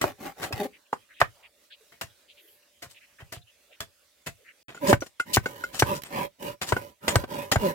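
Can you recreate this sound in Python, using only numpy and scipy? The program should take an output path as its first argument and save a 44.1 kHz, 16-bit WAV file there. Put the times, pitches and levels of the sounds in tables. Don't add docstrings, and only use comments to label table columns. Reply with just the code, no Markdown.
import sys
import numpy as np
from scipy import signal
from scipy.fft import rfft, irfft, next_fast_len
from scipy.io import wavfile
from scipy.ndimage import uniform_filter1d

SR = 44100
rng = np.random.default_rng(int(sys.argv[2]) if len(sys.argv) > 2 else 0)


def generate_wav(sig):
    pcm = np.round(np.clip(np.atleast_2d(sig).T, -1, 1) * 32767).astype(np.int16)
    wavfile.write(sys.argv[1], SR, pcm)


N = 341334
AGE = np.arange(SR // 2) / SR
TIME = np.arange(N) / SR


def amp(db):
    return 10 ** (np.asarray(db) / 20)


def unit(x):
    return x / np.sqrt(np.mean(x ** 2) + 1e-20)


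def along(points, hz):
    f, v = np.transpose(points)
    return np.interp(np.log(hz + 1), np.log(f + 1), v)


def fade(t60, t=AGE):
    return np.exp(-np.log(1000) * t / t60)


def pan(db):
    return unit(amp([[db / 2], [-db / 2]]))


def from_side(x, lead):
    size = next_fast_len(N + SR // 2)
    turn = np.pi * lead * np.fft.rfftfreq(size, 1 / SR)
    return irfft(rfft(x, size) * np.exp(1j * np.array([turn, -turn])), size)[:, :N]


def add(track, s, sound):
    i = max(0, round(s * SR))
    part = track[..., i:i + sound.shape[-1]]
    part += sound[..., :part.shape[-1]]


# f/Hz, correlation
CORRELATION = [(100, 1), (500, 0.6), (1500, 0.47), (4000, 0.3), (12000, 0.018)]


def noise(spectrum, size=len(AGE)):
    hz = np.fft.rfftfreq(size, 1 / SR)
    turn = np.arccos(np.clip(along(CORRELATION, hz), -1, 1)) / 2
    spectra = rfft(rng.standard_normal((2, size))) * amp(along(spectrum, hz))
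    mid, side = irfft(spectra * [np.cos(turn), np.sin(turn)], size)
    return unit(np.array([mid + side, mid - side]))


def grainy(depth_db, rate, size=len(AGE)):
    knots = rng.standard_normal(size // 4)
    wander = np.interp(np.arange(size) * rate / SR, np.arange(len(knots)), knots)
    return unit(amp(depth_db * wander))


def resonate(x, modes, vary_db=0, detune=0):
    ring = np.zeros((2, len(AGE)))
    for hz, db, t60 in modes:
        pitch = hz * (1 + detune * rng.normal())
        strength = amp(db + vary_db * rng.standard_normal((2, 1)))
        ring += strength * fade(t60) * np.sin(2 * np.pi * pitch * AGE)
    rung = signal.fftconvolve(x, ring, axes=1)[:, :x.shape[-1]]
    return unit(rung) * np.std(x)


def patchy(x, depth_db, size, count):
    z = signal.stft(x, nperseg=1024)[2]
    field = rng.standard_normal(z.shape[1:])
    for _ in range(2):
        field = uniform_filter1d(uniform_filter1d(field, size, 0), count, 1)
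    hz = np.fft.rfftfreq(1024, 1 / SR)
    depth = np.interp(hz, [3500, 7000], [depth_db, depth_db / 2])
    gain = amp(depth[:, None] * unit(field))
    gain = gain / np.sqrt(np.mean(gain ** 2, axis=1, keepdims=True))
    return signal.istft(z * gain, nperseg=1024)[1][:, :N]


def puff(length, hz, width):
    band = [(hz / (1 + 4 * width), -70), (hz / (1 + width), -8), (hz, 0),
            (hz * (1 + width), -8), (hz * (1 + 4 * width), -70)]
    return noise(band) * np.sin(np.pi * np.minimum(AGE / length, 1))


# start t/s, end t/s
SILENCE = (4.63, 4.682)


def far(rows):
    return [row for row in rows if row[0] < SILENCE[0]]


def near(rows):
    return [row for row in rows if row[0] > SILENCE[0]]


# f/Hz, relative spectral level/dB
LEAVES = [(20, -29), (60, -4), (130, -18.5), (220, -11.5), (420, -9), (500, -5.5), (580, -1.5),
          (720, -13.5), (1300, -11), (1900, -8), (3600, -8.5), (5000, -11), (12500, -15), (16000, -17)]
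LEAVES_DB = -63.5
# t/s, length/s, f/Hz, level/dB
BIRDS = [(1.698, 0.03, 1680, -56.5), (3.411, 0.028, 3730, -61), (3.464, .05, 2860, -58)]
# t/s, length/s, f/Hz, relative width, level/dB before that drop
RUSTLES = [(.505, .017, 380, 0.85, -33.5), (1.33, 0.18, 770, 1, -64.5), (1.8, 0.0474, 445, 0.15, -63),
           (2.35, .23, 400, 0.34, -68.5), (2.36, .26, 12230, 0.24, -60.5), (3.184, 0.016, 1830, 0.51, -52),
           (3.69, 0.046, 580, 0.29, -59.5), (4.38, .07, 488, 0.21, -60)]


def forest(near_db=-3, call_db=-64, call_hz=2900, call_s=0.031, call_spread=0.17, count=12):
    size = next_fast_len(N)
    leaves = patchy(noise(LEAVES, size=size)[:, :N], depth_db=3.4, size=6, count=5)
    out = amp(LEAVES_DB) * leaves * grainy(1.5, 14, size=N) * pan(-2.8)
    faint_calls = []
    for when, high in rng.random((count, 2)):
        pitch = call_hz * np.exp(call_spread * (2 * high - 1))
        faint_calls.append((when * N / SR, call_s, pitch, call_db))
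    for s, length, hz, db in BIRDS + faint_calls:
        add(out, s, amp(db) * puff(length, hz, width=0.12))
    for s, length, hz, width, db in RUSTLES:
        add(out, s, amp(db) * puff(length, hz, width))
    hum_band = [(480, -82.5), (560, -15), (580, -3.0), (600, -9.0), (700, -80)]
    hum = amp(-80) * noise(hum_band, size=size)[:, :N]
    return (out + hum) * amp(np.where(TIME > SILENCE[1], near_db, 0))


# f/Hz, relative level/dB, t60/s
FAR_TIMBER = [(416, -11.5, 0.18), (605, -0.5, 0.069), (800, 10, 0.024), (1160, -2.5, 0.024),
              (1670, -11.5, 0.025), (2150, -4.5, 0.041), (2630, -4, 0.022)]
# f/Hz, relative level/dB, t60/s
NEAR_TIMBER = [(415, -8, .025), (576, 1, .08), (1000, -2, .06), (1240, -15, .04), (1940, -12, .04),
               (2590, -12, .03), (3070, -10, .03)]
# f/Hz, relative spectral level/dB
RASP = [(35, -11), (80, -6), (200, 0), (500, -3), (900, 1.5), (1600, -2), (3000, -9.5), (4500, -82.5),
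        (9000, -43.5)]
# f/Hz, relative spectral level/dB
SAW_HISS = [(1500, 5), (3200, 7), (5000, 2.5), (9500, -1.5), (13500, 4), (16000, -1.5)]
# t/s, swell/s, fall/s, base rasp level/dB
STROKES = [(0, .046, .1, -38), (.17, .09, 0.087, -42.5), (.35, .082, 0.1, -42.5), (.48, .16, 0.044, -38.5),
           (4.79, 0.12, .06, -26), (5.24, 0.068, .11, -46), (5.41, 0.055, 0.47, -48.5), (5.8, .12, .1, -33),
           (6.072, 0.14, 0.079, -32), (6.38, .079, 0.11, -36.5), (6.6, 0.14, .22, -43.5),
           (7, .13, .15, -35.5), (7.26, .095, .19, -37), (7.54, .14, .072, -30.5)]
# middle t/s, spread (standard deviation)/s, base level/dB, tooth rate f/Hz at the middle
JUDDERS = [(.612, 0.0098, -35.5, 204), (.657, 0.0048, -38, 266), (4.839, .012, -32, 281),
           (4.899, 0.0093, -18, 197), (5.92, 0.018, -35.5, 185), (6.205, 0.012, -49.5, 190),
           (7.653, 0.022, -24.5, 190)]
HISS_GROWS = 0.65
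SLOWING_PER_S = 4


def saw(strokes, judders, timber, side_db, ring_db, rasp_db, hiss_db, grain_db,
        thrum_db, thrum_hz, teeth_db, hammer_db):
    rasp, hiss, teeth, thrum = np.zeros((4, 2, N))
    for s, swell, fall, db in strokes:
        speed = np.sin(np.pi * np.interp(AGE, [0, swell, swell + fall], [0, .5, 1]))
        effort = np.abs(speed) ** 1.78
        cutting = effort * grainy(grain_db, 420)
        add(rasp, s, amp(db) * cutting * noise(RASP))
        add(hiss, s, amp(hiss_db + HISS_GROWS * db) * cutting * noise(SAW_HISS))
        tooth_hz = thrum_hz * np.exp(-5 * (AGE - swell)) * grainy(1.2, 250)
        phase = 2 * np.pi * np.cumsum(tooth_hz) / SR
        add(thrum, s, amp(db + thrum_db) * effort * np.sin(phase))
    for s, spread, db, rate in judders:
        t = AGE - AGE.mean()
        passed = np.cumsum(rate * np.exp(-SLOWING_PER_S * t) * grainy(.2, 200)) / SR
        u = (passed % 1 - .5) / rate / .00055
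        pulls = np.exp(-u ** 2)
        swelling = np.exp(-(t / spread) ** 2 / 2)
        add(teeth, s - AGE.mean(), amp(db) * unit(pulls.mean() - pulls) * swelling)
    bending = [mode for mode in timber if mode[0] < 1100]
    ring = amp(ring_db) * pan(side_db) * resonate(rasp, timber)
    hammering = amp(hammer_db) * pan(side_db * 0.49) * resonate(teeth, bending)
    dust = patchy(amp(rasp_db) * rasp + pan(side_db * 0.9) * hiss, depth_db=4, size=4, count=6)
    return ring + hammering + dust + thrum + amp(teeth_db) * teeth


# f/Hz, t60/s
YARD_DECAY = [(100, 0.24), (600, 0.088), (3000, 0.12), (12000, 0.12)]


def yard(x):
    hz, t, z = signal.stft(rng.standard_normal((2, SR // 3)), SR, nperseg=256)
    decay = fade(along(YARD_DECAY, hz)[:, None], t)
    tail = signal.istft(z * decay, SR, nperseg=256)[1]
    tail = tail * np.minimum(np.arange(tail.shape[1]) / SR / 0.027, 1)
    return signal.fftconvolve(x, tail / np.linalg.norm(tail[0]), axes=1)[:, :N]


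# f/Hz, relative spectral level/dB
STEEL_HISS = [(1200, -34.5), (2800, -1), (4000, 1), (6500, -2), (8200, 1.5), (9500, -6), (12000, -2),
              (16000, -9.5)]
# f/Hz, relative spectral level/dB
CRUNCH = [(25, -59.5), (60, -4), (130, -1.5), (300, -2.5), (700, -4.5), (1500, -4), (2200, -7),
          (3200, -3.5), (4500, -18.5), (12000, -41)]
# f/Hz, relative level/dB, t60/s
BLADE = [(3050, -4, .04), (4645, -9, .06), (5134, -2, .05), (5895, -2, .06), (7015, 1, .07),
         (7130, -3, .05), (8170, 0, .06), (9390, -7, .08), (10665, -4, .06), (12200, -6, .04),
         (15230, -1, .05)]
# f/Hz, relative level/dB, t60/s
SPLINTER = [(728, 1, 0.11), (1316, -9, 0.0083), (1980, -9, 0.022), (2030, 7, 0.043), (2550, -4.5, 0.022),
            (2610, 1.5, 0.043), (2985, 3.5, 0.03)]
# t/s, rise/s, travel/s,
# steel hiss level/dB, wood crunch level/dB, knock level/dB, knock f/Hz, thud level/dB
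CHOPS = [(.012, 0.0035, 0.028, -28.5, -23.5, -17.5, 700, -28),
         (.524, 0.0022, 0.006, -36, -29.5, -42, 1100, -25.5),
         (.927, 0.0014, .0025, -56.5, -40, -23, 780, -51.5),
         (1.2013, .003, 0.013, -30.5, -25.5, -10.5, 1150, -25),
         (2.011, 0.003, 0.022, -34, -30.5, -48, 1100, -39),
         (2.819, 0.0084, 0.041, -42, -40.5, -53, 1200, -46),
         (3.192, 0.015, 0.027, -58.5, -45, -53, 1100, -39),
         (3.32, 0.0068, 0.044, -39.5, -39, -51, 1000, -36),
         (3.803, 0.0023, 0.029, -36.5, -34, -56, 1100, -54.5),
         (4.261, 0.009, 0.018, -35, -32.5, -43, 800, -36),
         (4.862, 0.038, .0664, -28.5, -34, -11, 670, -12.5),
         (5.329, 0.0179, .0405, -19.5, -40, -16, 660, -14), (5.79, .009, 0.032, -22, -33, -14, 630, -15),
         (6.663, 0.029, 0.059, -33, -39, -17, 620, -17.5),
         (7.078, .004, 0.078, -25.5, -20.5, -15, 650, -8.5),
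         (7.515, 0.0034, .043, -21.5, -17, -18, 620, -12)]
# t/s, rise/s, t60/s, steel hiss level/dB, wood crunch level/dB
GRAZES = [(.412, 0.031, 0.1, -36, -31), (1.918, .005, 0.145, -61.5, -53.5),
          (2.89, 0.023, 0.112, -52, -60.5), (4.682, 0.0027, 0.2, -56.5, -41.5),
          (4.745, 0.0057, 0.24, -57, -51), (5.0045, 0.0018, 0.26, -50, -59),
          (5.062, 0.0029, 0.047, -47.5, -47), (5.196, 0.0022, 0.05, -48.5, -32.5),
          (5.727, 0.022, 0.37, -41.5, -41.5), (5.935, .03, 0.095, -43, -55.5),
          (6.04, 0.018, .2, -50.5, -47), (6.613, .004, 0.12, -32, -28.5), (7.156, .002, 0.02, -22.5, -39)]


def slices(chops, grazes, side_db, ring_db, grain_db, hiss_db, crunch_db, splinter_db, body_db, body_hz,
           blade_side_db, tear_t60, tear_grows, grain_rate=1100):
    out = np.zeros((2, N))
    body_band = [(body_hz / 4, -35), (body_hz * .7, -3), (body_hz * 1.35, 0), (body_hz * 3, -30)]
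    cuts = []
    for s, rise, travel, steel_db, wood_db, *_ in chops:
        cuts.append((s, rise, tear_t60 + tear_grows * travel, steel_db, wood_db))
    for s, rise, t60, steel_db, wood_db in cuts + grazes:
        bite = np.minimum(AGE / rise, 1) * fade(t60, np.maximum(AGE - rise, 0))
        tearing = bite * grainy(grain_db, grain_rate)
        steel = amp(steel_db + 2.5) * pan(side_db * 2.1) * tearing * noise(STEEL_HISS)
        wood = amp(wood_db + 2.0) * pan(side_db) * tearing * noise(CRUNCH)
        body = amp(wood_db + body_db) * tearing * noise(body_band)
        singing = pan(blade_side_db) * resonate(steel, BLADE, vary_db=4, detune=.003)
        splitting = resonate(wood, SPLINTER, vary_db=6.0, detune=0.058)
        of_wood = body + amp(crunch_db) * wood + amp(splinter_db) * splitting
        of_steel = amp(hiss_db) * steel + amp(ring_db) * singing
        add(out, s, of_wood + of_steel)
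    return out


def knocks(chops, low_ratio, high_ratio, push_db, crack_db, side_db, clatter_t60=0.042, crack_t60=0.037,
           echo_db=-11, echo_delay=.0037):
    out = np.zeros((2, N))
    for s, _, travel, _, _, db, hz, _ in chops:
        landing = s + travel
        u = np.pi * hz * (AGE - .0012)
        push = amp(db + push_db) * (1 - 2 * u ** 2) * np.exp(-u ** 2)
        low_hz, high_hz = low_ratio * hz, high_ratio * hz
        band = [(low_hz / 8, -45), (low_hz / 2, -16), (low_hz, 0),
                (high_hz, -3), (high_hz * 2, -20), (high_hz * 8, -42)]
        clatter = noise(band) * fade(clatter_t60) * np.minimum(AGE / 0.0016, 1)
        crack = noise(STEEL_HISS) * fade(crack_t60)
        add(out, landing, pan(side_db) * (push + amp(db + 3.5) * clatter))
        add(out, landing, amp(db + crack_db) * pan(4.5) * crack)
        add(out, landing + echo_delay, -amp(echo_db) * push)
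    return out


THUD_DELAY_S = .002


def thuds(hz=108, swell=0.0074, settle_db=-15):
    out = np.zeros((2, N))
    rumble = [(20, -12.0), (55, 3.0), (130, -2.5), (260, -11.5), (600, -28), (2000, -69)]
    for s, _, travel, *_, db in CHOPS:
        phase = 2 * np.pi * hz * AGE * (1 + 0.022 * rng.standard_normal())
        envelope = (AGE / swell * np.exp(1 - AGE / swell)) ** 3
        bounce = envelope * -np.sin(phase + np.array([[.2], [-.2]]))
        settle = fade(.14) * np.minimum(AGE / swell, 1) * noise(rumble)
        add(out, s + travel + THUD_DELAY_S, amp(db) * (bounce + amp(settle_db) * settle))
    return out


def litter(quietest_db=-56, range_db=8, hz=2500, length_s=.06, count=14):
    out = np.zeros((2, N))
    for when, size, high in rng.random((count, 3)):
        pitch = hz * 2 ** (high - .5)
        stir = puff(length_s, pitch, width=.4) * grainy(2.5, 500)
        add(out, when * SILENCE[0], amp(quietest_db + range_db * size) * stir)
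    return out


# t/s, f/Hz, base level/dB
CHINKS = [(.526, 5130, -33), (4.745, 7030, -44), (5.007, 5900, -34), (5.96, 7000, -39), (7.092, 8170, -29)]


def chinks(t60=0.074, attack=0.0034):
    out = np.zeros((2, N))
    for s, hz, db in CHINKS:
        note = np.sin(2 * np.pi * hz * AGE) * grainy(1.6, 270)
        add(out, s, amp(db) * pan(3) * note * fade(t60) * np.minimum(AGE / attack, 1))
    return out


# t/s, base ring level/dB, reference mode f/Hz, base dull bump level/dB
TAPS = [(.929, -31, 842, -44), (4.746, -46, 1440, -43), (4.774, -45, 1430, -48.5), (5.02, -34, 1442, -24),
        (5.199, -20.5, 1444, -38.5), (5.458, -24, 1500, -21.5), (5.638, -25.5, 1451, -34),
        (6.765, -26.5, 1485, -23), (7.238, -41, 1540, -26.5), (7.522, -27.5, 1862, -22.5)]
# multiple of the reference f, relative level/dB, t60/s
STICK = [(0.998, 11, 0.04), (1.442, -7, 0.072), (1.83, -7, 0.04)]
# f/Hz, relative spectral level/dB
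BUMP = [(25, -48.5), (60, -32.5), (200, 1), (450, 6), (900, -3.5), (1500, -10), (2200, -13.5), (3500, -17),
        (6000, -27.5), (16000, -48.5)]
STICK_HZ, STICK_RING_DB = 1532, -9


def taps(attack=0.0014, bump_t60=0.047, steel_db=-17, foot_db=-14):
    out, steel = np.zeros((2, 2, N))
    jolts = []
    for s, _, travel, _, _, db, _, _ in near(CHOPS):
        jolts.append((s + travel + THUD_DELAY_S, db + STICK_RING_DB, STICK_HZ, db + foot_db))
    for s, db, hz, bump_db in TAPS + jolts:
        onset = 1 - np.exp(-AGE / attack)
        ring = np.zeros((2, len(AGE)))
        for multiple, level, t60 in STICK:
            strength = amp(level + rng.normal(0, 1.1, (2, 1)))
            ring += strength * fade(t60) * np.sin(2 * np.pi * hz * multiple * AGE)
        bump = amp(bump_db + 2) * noise(BUMP) * fade(bump_t60)
        add(out, s, onset * (amp(db) * ring + bump))
        add(steel, s, amp(db + steel_db) * noise(STEEL_HISS) * fade(0.066))
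    return out + steel + resonate(steel, BLADE, vary_db=1.0, detune=0.0051)


# t/s, base level/dB
SNAGS = [(6.0194, -33.5), (6.0348, -27.5), (6.426, -32.5)]


def snags(t60=.025, attack=.001, side_db=-7):
    out = np.zeros((2, N))
    for s, db in SNAGS:
        tick = noise(SAW_HISS) * fade(t60) * np.minimum(AGE / attack, 1)
        add(out, s, amp(db) * pan(side_db) * tick)
    return out


def scene():
    far_cuts = slices(far(CHOPS), far(GRAZES), side_db=0.74, ring_db=-10, grain_db=3.0, hiss_db=-1.5,
                      crunch_db=-6.0, splinter_db=-5, body_db=-4, body_hz=1450, blade_side_db=1,
                      tear_t60=.055, tear_grows=1.6)
    near_cuts = slices(near(CHOPS), near(GRAZES), side_db=0.5, ring_db=-3, grain_db=4.5, hiss_db=-1,
                       crunch_db=-1, splinter_db=-6.5, body_db=-10, body_hz=2220, blade_side_db=8,
                       tear_t60=.03, tear_grows=1.05)
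    far_knocks = knocks(far(CHOPS), low_ratio=.48, high_ratio=1.4, push_db=9.5, crack_db=-30.5, side_db=-2.3)
    near_knocks = knocks(near(CHOPS), low_ratio=.33, high_ratio=2.75, push_db=8.2, crack_db=-17, side_db=2.1)
    blows = far_cuts + near_cuts + far_knocks + near_knocks + thuds() + taps() + chinks()
    chopping = from_side(blows, lead=0.00012)
    far_saw = saw(far(STROKES), far(JUDDERS), FAR_TIMBER, side_db=2.0, ring_db=1.5, rasp_db=0.0,
                  hiss_db=-16.5, grain_db=3.5, thrum_db=-4.0, thrum_hz=358.4, teeth_db=-22, hammer_db=9.5)
    near_saw = saw(near(STROKES), near(JUDDERS), NEAR_TIMBER, side_db=-5.5, ring_db=0.5, rasp_db=-2,
                   hiss_db=-17.5, grain_db=2.5, thrum_db=-7.0, thrum_hz=173.5, teeth_db=-15.5, hammer_db=4.5)
    work = chopping + far_saw + from_side(near_saw + snags(), lead=-.00036)
    wet = amp(np.where(TIME < SILENCE[0], -15, -22))
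    return work + yard(wet * work) + forest() + litter()


TOP_HZ = 16200


def record(dry):
    live = (TIME < SILENCE[0]) | (TIME > SILENCE[1])
    low_cut = signal.butter(2, 45, "highpass", fs=SR, output="sos")
    heard = np.clip(signal.sosfilt(low_cut, dry * live), -1, 1)
    size = next_fast_len(N + SR // 2)
    passed = np.fft.rfftfreq(size, 1 / SR) < TOP_HZ
    return irfft(rfft(heard, size) * passed, size)[:, :N]


dry = scene()
out = record(dry)
generate_wav(out)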